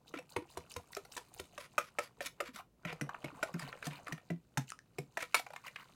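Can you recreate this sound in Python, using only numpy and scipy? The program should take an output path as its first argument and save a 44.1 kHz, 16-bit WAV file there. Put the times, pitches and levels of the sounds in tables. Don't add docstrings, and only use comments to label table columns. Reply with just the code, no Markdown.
import sys
import numpy as np
from scipy import signal
from scipy.fft import rfft, irfft, next_fast_len
from scipy.io import wavfile

SR = 44100
rng = np.random.default_rng(int(sys.argv[2]) if len(sys.argv) > 2 else 0)


def pcm_store(signal):
    levels = np.round(np.clip(np.atleast_2d(signal), -1, 1) * 32767)
    wavfile.write(sys.argv[1], SR, levels.astype(np.int16).T)


N = 262373


def from_db(db):
    return 10 ** (np.asarray(db) / 20)


def rms_one(x, first_s=None):
    part = x if first_s is None else x[:int(first_s * SR)]
    return x / np.sqrt(np.mean(part ** 2) + 1e-20)


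def seconds(length_s):
    return np.arange(int(length_s * SR)) / SR


def decay(t, t60_s):
    return from_db(-60 * t / t60_s)


def add(track, start_s, sound):
    i = max(int(start_s * SR), 0)
    track[i:i + len(sound)] += sound[:max(N - i, 0)]


def above(x, hz):
    return signal.sosfilt(signal.butter(2, hz, "high", fs=SR, output="sos"), x)


def near(hz, centre_hz, octaves):
    return np.exp(-(np.log2(hz / centre_hz) / octaves) ** 2)


def coloured(x, spectrum, patchy_db=0):
    hz, db = np.transpose(spectrum)
    size = next_fast_len(len(x))
    bins_hz = np.maximum(np.fft.rfftfreq(size, 1 / SR), 1)
    patches_db = patchy_db * np.interp(bins_hz, np.linspace(0, SR / 2, 45), rng.standard_normal(45))
    gain = from_db(np.interp(np.log(bins_hz), np.log(hz), db) + patches_db)
    return rms_one(irfft(rfft(x, size) * gain, size)[:len(x)])


def ring(force, hz, t60_s):
    r, w = from_db(-60 / (t60_s * SR)), 2 * np.pi * min(hz, 16000) / SR
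    return signal.lfilter([0, np.sin(w)], [1, -2 * r * np.cos(w), r * r], force + 1e-18)


def grains(per_s, spread_db, size):
    heights = from_db(spread_db * np.minimum(rng.exponential(1, size), 4)) * rng.choice([-1, 1], size)
    return heights * (rng.random(size) < per_s / SR)


def sinking(hz, t, sag_per_s=1.4):
    return np.sin(2 * np.pi * np.cumsum(hz * np.exp(-sag_per_s * (t - .015))) / SR)


# freq_hz, gain_db
ROOM_SPECTRUM = [(25, -43), (50, 10.5), (80, 2), (140, 10.5), (250, 2), (500, -4), (1600, -22),
                 (16000, -28.5)]
def room_tone(level_db=-69.5):
    return above(from_db(level_db) * coloured(rng.standard_normal(N), ROOM_SPECTRUM), 30)


def kitchen(x, t60_s=0.16, wet_db=-12, delay_s=0.0062, build_s=0.00089):
    t = seconds(.45)
    onset = np.clip((t - delay_s) / build_s, 0, 1)
    tail = above(rng.standard_normal(len(t)), 150) * decay(t, t60_s) * onset
    return x + from_db(wet_db) * signal.fftconvolve(x, tail / np.linalg.norm(tail))[:N]


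def bowl_hollow(x, t60_s=0.014, wet_db=-3):
    t, wet = seconds(.05), from_db(wet_db)
    echoes = above(rng.standard_normal(len(t)), 500) * decay(t, t60_s)
    return (x + wet * signal.fftconvolve(x, echoes / np.linalg.norm(echoes))[:N]) / np.hypot(1, wet)


def pocket(hz, cycles, roughness=1.3):
    turns = seconds(cycles / hz) * hz
    opening = 1 - np.exp(-turns)
    tearing = 1 + roughness * np.sqrt(hz / SR) * rng.standard_normal(len(turns))
    return np.sin(2 * np.pi * turns) * tearing * opening * from_db(-60 * turns / cycles)


def crackle(per_s=700, low_hz=2300, high_hz=13600, fall_octaves_per_s=.17, spread_db=5):
    out = np.zeros(N)
    for when, pitch, size in rng.random((int(per_s * N / SR), 3)):
        start_s = when * N / SR
        hz = low_hz * (high_hz / low_hz) ** pitch * 2 ** (-fall_octaves_per_s * start_s)
        gain = from_db(spread_db * min(-np.log(1 - size), 3)) * np.sqrt(hz)
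        add(out, start_s, gain * pocket(hz, cycles=9))
    return rms_one(out)


def bubble_swarm(per_s, spread_db, low_hz, high_hz, cycles, count):
    bursts, slot = grains(per_s, spread_db, N), rng.integers(0, count, N)
    pitches_hz = np.geomspace(low_hz, high_hz, count)
    return rms_one(sum(ring(bursts * (slot == k), hz, cycles / hz) for k, hz in enumerate(pitches_hz)))


def stroke_swell(t, lag_s, half_width_s, rest_db, gap_s=0.11):
    knock_s = np.transpose(KNOCKS)[0]
    stroke_s = knock_s[np.diff(knock_s, prepend=-1) > gap_s]
    distance_s = np.min([np.abs(t - s - lag_s) for s in stroke_s], axis=0)
    return from_db(rest_db * (1 - np.exp(-(distance_s / half_width_s) ** 2)))


# time_s, slosh_db, fizz_db
CHURN = [(0.0, -62.5, -86), (0.64, -55.5, -75), (1.47, -58.5, -71.5), (1.87, -62, -80.5), (2.46, -62, -86),
         (2.659, -100, -108), (2.88, -49, -80), (3.03, -48.5, -76), (3.68, -46, -67), (4.11, -49.5, -71),
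         (4.32, -70, -84), (5.04, -71.5, -82.5), (5.351, -76, -69.5), (5.95, -58, -68.5)]
# freq_hz, gain_db
FIZZ_SPECTRUM = [(2000, -16.5), (3500, 9), (6000, 7), (9000, 8), (12000, 3.5), (16000, -11)]
def batter(slosh_trim_db=-7.5, fizz_trim_db=4):
    t = np.arange(N) / SR
    time_s, slosh_db, fizz_db = np.transpose(CHURN)
    push = stroke_swell(t, lag_s=0.0082, half_width_s=0.052, rest_db=-8.5)
    swish = stroke_swell(t, lag_s=-0.01, half_width_s=0.041, rest_db=-6.5)
    large = bubble_swarm(per_s=43, spread_db=3, low_hz=122, high_hz=380, cycles=6.6, count=10)
    small = bubble_swarm(per_s=900, spread_db=6, low_hz=450, high_hz=3250, cycles=19, count=24)
    films = crackle() + from_db(-8) * above(coloured(rng.standard_normal(N), FIZZ_SPECTRUM), 1600)
    slosh = (from_db(-3) * large + small) * from_db(np.interp(t, time_s, slosh_db) + slosh_trim_db)
    fizz = films * from_db(np.interp(t, time_s, fizz_db) + fizz_trim_db)
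    return slosh * push + fizz * swish


def squelch(length_s, centre_hz, pockets_per_s=1000, spread_octaves=0.6, spread_db=6):
    out, count = np.zeros(int(.2 * SR)), 200
    starts_s = (np.arange(count) + rng.random(count)) / pockets_per_s
    for start_s, (pitch, size) in zip(starts_s, rng.standard_normal((count, 2))):
        if start_s < length_s:
            hz = np.clip(centre_hz * 2 ** (spread_octaves * pitch), 600, 15000)
            add(out, start_s, from_db(spread_db * size) * pocket(hz, cycles=17))
    return rms_one(out) * np.sqrt(length_s * SR / len(out))


# start_s, length_s, level_db, pitch_hz
SQUELCHES = [(0.068, 0.03, -62.5, 4600), (0.291, 0.048, -62.5, 7100), (0.489, 0.062, -66, 6300),
             (0.698, 0.027, -54.5, 5260), (0.918, 0.016, -57, 8850), (1.116, 0.042, -58, 7750),
             (1.338, 0.011, -56, 11800), (1.376, 0.026, -57.5, 4450), (2.568, 0.042, -55.5, 1660),
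             (3.341, 0.061, -62, 1310), (3.629, 0.078, -55.5, 2300), (3.934, 0.061, -58.5, 2010),
             (4.674, 0.025, -58, 4030), (5.638, 0.04, -54, 2210), (5.782, 0.053, -58.5, 1890)]
def squelches(plough_s=0.018, plough_db=-55):
    out = np.zeros(N)
    for start_s, length_s, level_db, pitch_hz in SQUELCHES:
        add(out, start_s, from_db(level_db) * squelch(length_s, pitch_hz))
    for start_s, level_db, spot_hz, *_ in KNOCKS:
        add(out, start_s - plough_s, from_db(level_db + plough_db) * squelch(plough_s, spot_hz))
    return out


# start_s, level_db, pitch_hz
GULPS = [(0.163, -37, 281), (0.384, -33, 310), (0.42, -39.5, 344), (2.424, -39, 352), (2.487, -42.5, 251),
         (2.544, -47.5, 208), (2.924, -41, 159), (3.326, -44.5, 293), (4.089, -42, 296)]
def gulps(cycles=22, rise_s=0.0032):
    out, t = np.zeros(N), seconds(.25)
    for start_s, level_db, pitch_hz in GULPS:
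        envelope = decay(t, cycles / pitch_hz) * (1 - np.exp(-t / rise_s))
        add(out, start_s, from_db(level_db) * envelope * sinking(pitch_hz, t))
    return out


# start_s, level_db, pitch_hz
POPS = [(0.74, -30, 5400), (0.933, -35, 1940), (0.95, -22, 5400), (1.122, -32, 5500), (4.703, -22.5, 8700),
        (4.72, -27.5, 1283), (4.79, -36.5, 1730)]
def pops(cycles=26, open_s=0.00011, crack_t60_s=0.0095):
    out, t = np.zeros(N), seconds(.05)
    for start_s, level_db, pitch_hz in POPS:
        note = np.sin(2 * np.pi * pitch_hz * t) * decay(t, cycles / pitch_hz) * (1 - np.exp(-t / open_s))
        noise = coloured(rng.standard_normal(len(t)), SNAP_SPECTRUM, patchy_db=-7.5)
        crack = above(noise * decay(t, crack_t60_s), 2400)
        add(out, start_s, from_db(level_db) * (from_db(-6) * note + from_db(-13) * crack))
    return out


# start_s, level_db, pitch_hz, t60_s
THUMPS = [(0.367, -30.5, 98, 0.077), (0.573, -41.5, 79.5, 0.12), (0.766, -34, 87, 0.091),
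          (1.397, -43.5, 80, 0.12), (2.851, -33, 166, 0.11), (3.017, -27, 144, 0.14),
          (3.241, -32.5, 144, 0.13), (3.541, -25.5, 171.4, 0.12), (3.622, -40.5, 141, 0.25),
          (3.867, -32, 149.9, 0.22), (4.124, -29, 152.3, 0.094), (4.304, -24.5, 171.7, 0.14),
          (4.574, -22, 136.8, 0.13), (4.985, -32.5, 143, 0.16)]
def thumps(rise_s=0.0091, sag=0.094, settle_s=0.039, overtone_db=-13, rumble_db=-11):
    out, t = np.zeros(N), seconds(.4)
    rumble_band = signal.butter(2, [130, 280], "band", fs=SR, output="sos")
    for start_s, level_db, pitch_hz, t60_s in THUMPS:
        phase = 2 * np.pi * np.cumsum(pitch_hz * (1 + sag * (np.exp(-t / settle_s) - .5))) / SR
        swing = np.sin(phase) + from_db(overtone_db) * np.sin(2 * phase)
        rumble = from_db(rumble_db) * rms_one(signal.sosfilt(rumble_band, rng.standard_normal(len(t))))
        envelope = decay(t, t60_s) * (1 - np.exp(-t / rise_s))
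        add(out, start_s, from_db(level_db) * envelope * (swing + rumble))
    return out


LOW_RING_BELOW_HZ = 740
# pitch_hz, level_db, t60_s
BOWL_MODES = [(310, -10, 0.012), (344.6, -11, 0.11), (492.3, -0.5, 0.08), (572, -18.5, 0.033),
              (639, -9, 0.05), (669.4, 11, 0.016), (774, -0.5, 0.011), (993, -5, 0.05), (1348, 10, 0.011),
              (1526, 8, 0.0062), (1800, 7.5, 0.0099), (2020, 7, 0.0087), (2140, -8, 0.058),
              (2355, 6.5, 0.013), (2410, 1.5, 0.01), (2648, 11, 0.0043), (3940, -14, 0.029)]
# freq_hz, gain_db
SCRAPE_SPECTRUM = [(2000, -52.5), (3500, 0.5), (5000, 0), (8200, -7), (11000, -4), (16000, -22.5)]
def scrape(length_s, level_db, treble_db, spot_hz, slips_per_s, fade_db_per_s=0, edge_s=0.0084):
    t = seconds(.2)
    sputter_db = 4 * np.interp(t, np.linspace(0, t[-1], 36), rng.standard_normal(36))
    gate = np.minimum(t / edge_s, 1) * np.exp(-np.maximum(t - length_s, 0) / edge_s)
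    pressure = gate * from_db(sputter_db - fade_db_per_s * t)
    slips = rms_one(grains(slips_per_s, spread_db=2, size=len(t))) + 0.085 * rng.standard_normal(len(t))
    wall = 0
    for k, (hz, mode_db, t60_s) in enumerate(BOWL_MODES):
        mode_db += 3.5 * near(hz, spot_hz, octaves=0.42) - 7 * (hz < LOW_RING_BELOW_HZ)
        wall += (-1) ** k * from_db(mode_db) * ring(slips * pressure, hz, 0.57 * t60_s)
    wall = rms_one(wall) * np.sqrt(np.mean(pressure ** 2))
    friction = slips + 0.3 * rng.standard_normal(len(t))
    hiss = above(coloured(friction, SCRAPE_SPECTRUM, patchy_db=4.5), 1200)
    treble = (from_db(-4) * hiss + from_db(-6) * squelch(length_s, centre_hz=7000)) * pressure
    return from_db(level_db) * (from_db(-1) * wall + from_db(treble_db) * treble)


# start_s, length_s, level_db, treble_re_level_db
SCRAPES = [(0.136, 0.047, -54, -17), (1.589, 0.069, -56.5, -4), (1.796, 0.088, -59, -4),
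           (1.996, 0.066, -54.5, -2.5), (2.212, 0.042, -52, -1.5), (2.254, 0.018, -46, 0.5),
           (2.446, 0.045, -54, -8.5), (2.531, 0.067, -58.5, -0.5), (2.868, 0.052, -46, -28),
           (3.578, 0.056, -54.5, -4.5), (3.84, 0.031, -53, 1), (3.905, 0.031, -49, -12),
           (5.183, 0.059, -48.5, -10), (5.361, 0.027, -44, -4.5)]
def scrapes(drag_s=0.069, drag_db=-31, drag_treble_db=9.5):
    out = np.zeros(N)
    for start_s, level_db, spot_hz, _, snap_db, _ in KNOCKS:
        drag = scrape(drag_s, level_db + drag_db, snap_db + drag_treble_db, spot_hz,
                      slips_per_s=370, fade_db_per_s=189.5)
        add(out, start_s, drag)
    knock_s, _, knock_hz, *_ = np.transpose(KNOCKS)
    for start_s, length_s, level_db, treble_db in SCRAPES:
        spot_hz = knock_hz[np.argmin(np.abs(knock_s - start_s))]
        add(out, start_s, scrape(length_s, level_db, treble_db, spot_hz, slips_per_s=2600))
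    return out


# freq_hz, gain_db
SNAP_SPECTRUM = [(2500, 11.5), (4000, 6), (6000, 8), (8200, 4.5), (11000, 1.5), (16000, -30.5)]
def wire_snap(force, t, t60_s=.013, count=60, grit_db=-4, loop_db=-19.5):
    pitches_hz = 2700 + 13000 * (np.arange(count) + rng.random(count)) / count
    rings = rms_one(sum(ring(force, hz, t60_s) * rng.normal() for hz in pitches_hz))
    grit = rms_one(grains(per_s=11000, spread_db=1.6, size=len(t)) * decay(t, 2 * t60_s))
    loops = rms_one(ring(force, hz=8095, t60_s=0.051))
    snap = rings + from_db(grit_db) * grit + from_db(loop_db) * loops
    hz, db = np.transpose(SNAP_SPECTRUM)
    squared_fir = signal.firwin2(63, np.r_[0, hz, SR / 2], np.r_[0, from_db(2 * db), 0], fs=SR)
    return above(signal.lfilter(signal.minimum_phase(squared_fir), 1, snap), 1500)


# start_s, level_db, spot_hz, snap_db
TAPS = [(1.05, -44.5, 805, -60.5), (2.559, -39.5, 1170, -51), (3.091, -31.5, 1090, -61),
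        (3.143, -33.5, 1100, -71), (3.539, -40.5, 1540, -56), (3.594, -37.5, 4890, -50.5),
        (3.622, -38, 1775, -66), (3.726, -36.5, 1500, -71), (3.825, -34.5, 2270, -59.5),
        (3.929, -44, 2570, -65), (4.068, -34.5, 1160, -64), (4.08, -34.5, 1160, -57),
        (4.178, -45.5, 1840, -71), (5.204, -37.5, 1870, -53.5), (5.224, -32, 1520, -48),
        (5.395, -31, 735, -48), (5.464, -37, 840, -63), (5.503, -37.5, 850, -66),
        (5.534, -37.5, 790, -61.5), (5.561, -36.5, 2130, -57), (5.666, -41.5, 2030, -56.5),
        (5.679, -38, 1960, -59), (5.759, -34.5, 2065, -62)]
def taps(wall_trim_db=-8, rise_s=0.00175, spot_db=-7, attack_s=.01):
    out, t = np.zeros(N), seconds(.12)
    for start_s, level_db, spot_hz, snap_db in TAPS:
        force = rng.standard_normal(len(t)) * t * np.exp(-t / rise_s)
        modes = 0
        for hz, mode_db, t60_s in BOWL_MODES:
            mode_db += 12 * near(hz, spot_hz, octaves=1)
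            modes += ring(force, hz, t60_s) * from_db(mode_db) * rng.choice([-1, 1])
        spot = rms_one(ring(force, spot_hz, t60_s=0.036), attack_s)
        wall = rms_one(rms_one(modes, attack_s) + from_db(spot_db) * spot, attack_s)
        snap = rms_one(wire_snap(force, t), attack_s)
        add(out, start_s, from_db(level_db + wall_trim_db) * wall + from_db(snap_db) * snap)
    return above(out, 730)


def chatter(level_db, size, span_s=.0075, span_at_db=-30.5, doubling_db=24):
    force = np.zeros(size)
    force[0] = 1
    length_s = span_s * 2 ** ((level_db - span_at_db) / doubling_db)
    lateness = (np.arange(4) + rng.uniform(.3, 1, 4)) / 4
    force[1 + (lateness * length_s * SR).astype(int)] += 0.69 * rng.choice([-1, 1], 4) * (1 - lateness / 2)
    return force


def knock(level_db, spot_hz, low_db, snap_db, low_hz, low_trim_db=6, snap_trim_db=2.5, cushion_s=0.002):
    t = seconds(.25)
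    unit_attack = lambda x: rms_one(x, first_s=.02)
    force = chatter(level_db, len(t))
    low, wall = 0, 0
    for hz, mode_db, t60_s in BOWL_MODES:
        mode_db += near(hz, spot_hz, octaves=0.3) + 7 * near(hz, low_hz, octaves=0.24)
        mode = ring(force, hz * (1 + rng.normal(0, .015)), t60_s) * from_db(mode_db) * rng.choice([-1, 1])
        if hz < LOW_RING_BELOW_HZ:
            low += mode
        else:
            wall += mode
    wall *= 0.15 + 0.85 * decay(t, 0.007)
    spot = np.sin(2 * np.pi * spot_hz * t) * decay(t, 0.028)
    low_note = sinking(low_hz, t) * decay(t, 0.073)
    wall = unit_attack(unit_attack(wall) + from_db(-6) * unit_attack(spot))
    low = unit_attack(unit_attack(low) + from_db(1.5) * unit_attack(low_note))
    snap = unit_attack(wire_snap(force, t))
    blow = wall + from_db(low_db + low_trim_db) * low + from_db(snap_db + snap_trim_db) * snap
    return from_db(level_db) * blow * (1 - np.exp(-t / cushion_s))


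# start_s, level_db, spot_hz, low_db, snap_db, low_hz
KNOCKS = [(0.139, -35.5, 1362, -8.5, -24.5, 310), (0.187, -39, 2630, -11, -16, 515),
          (0.363, -26, 940, -11.5, -20.5, 373), (0.572, -34, 954, -10, -12.5, 372),
          (0.763, -34.5, 1004, -12.5, -10, 488), (0.967, -33, 1306, -9.5, -13.5, 398),
          (1.166, -35.5, 1017, -26, -7.5, 346), (1.176, -34, 970, -18.5, -12, 350),
          (1.397, -37.5, 1013, -8.5, -6.5, 373), (1.578, -35.5, 1176, -15.5, -14.5, 572),
          (1.78, -19.5, 1227, -18, -18.5, 576), (1.986, -24.5, 1280, -11, -16.5, 581),
          (2.206, -31.5, 1800, -10, -18, 556), (2.403, -25.5, 1230, -14.5, -18.5, 557),
          (2.85, -32.5, 1900, -17.5, -20.5, 603), (2.926, -35.5, 763, -15.5, -17.5, 463),
          (3.011, -32, 2016, -9, -12, 288), (3.243, -32.5, 2200, -10, -19, 295),
          (3.428, -24.5, 1495, -14.5, -16, 649), (3.867, -39.5, 1790, -11.5, -3, 704),
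          (4.123, -31.5, 1854, -17.5, -14.5, 324), (4.302, -33.5, 1984, -6.5, -23, 304),
          (4.573, -25, 858, -21.5, -10.5, 700), (4.984, -36.5, 2196, -5, -9.5, 380),
          (5.171, -28, 1920, -15.5, -17, 671), (5.344, -16, 2247, -23, -11.5, 923)]
def knocks(trim_db=-4):
    out = np.zeros(N)
    for start_s, *blow in KNOCKS:
        add(out, start_s, knock(*blow))
    return from_db(trim_db) * above(out, 225)


def scene():
    bowl = knocks() + taps() + thumps() + scrapes()
    mixture = pops() + gulps() + bowl_hollow(squelches() + batter())
    return (kitchen(bowl + mixture) + room_tone())[None]


def record(dry):
    return signal.sosfilt(signal.ellip(10, .1, 70, 16200, fs=SR, output="sos"), dry)


dry = scene()
out = record(dry)
pcm_store(out)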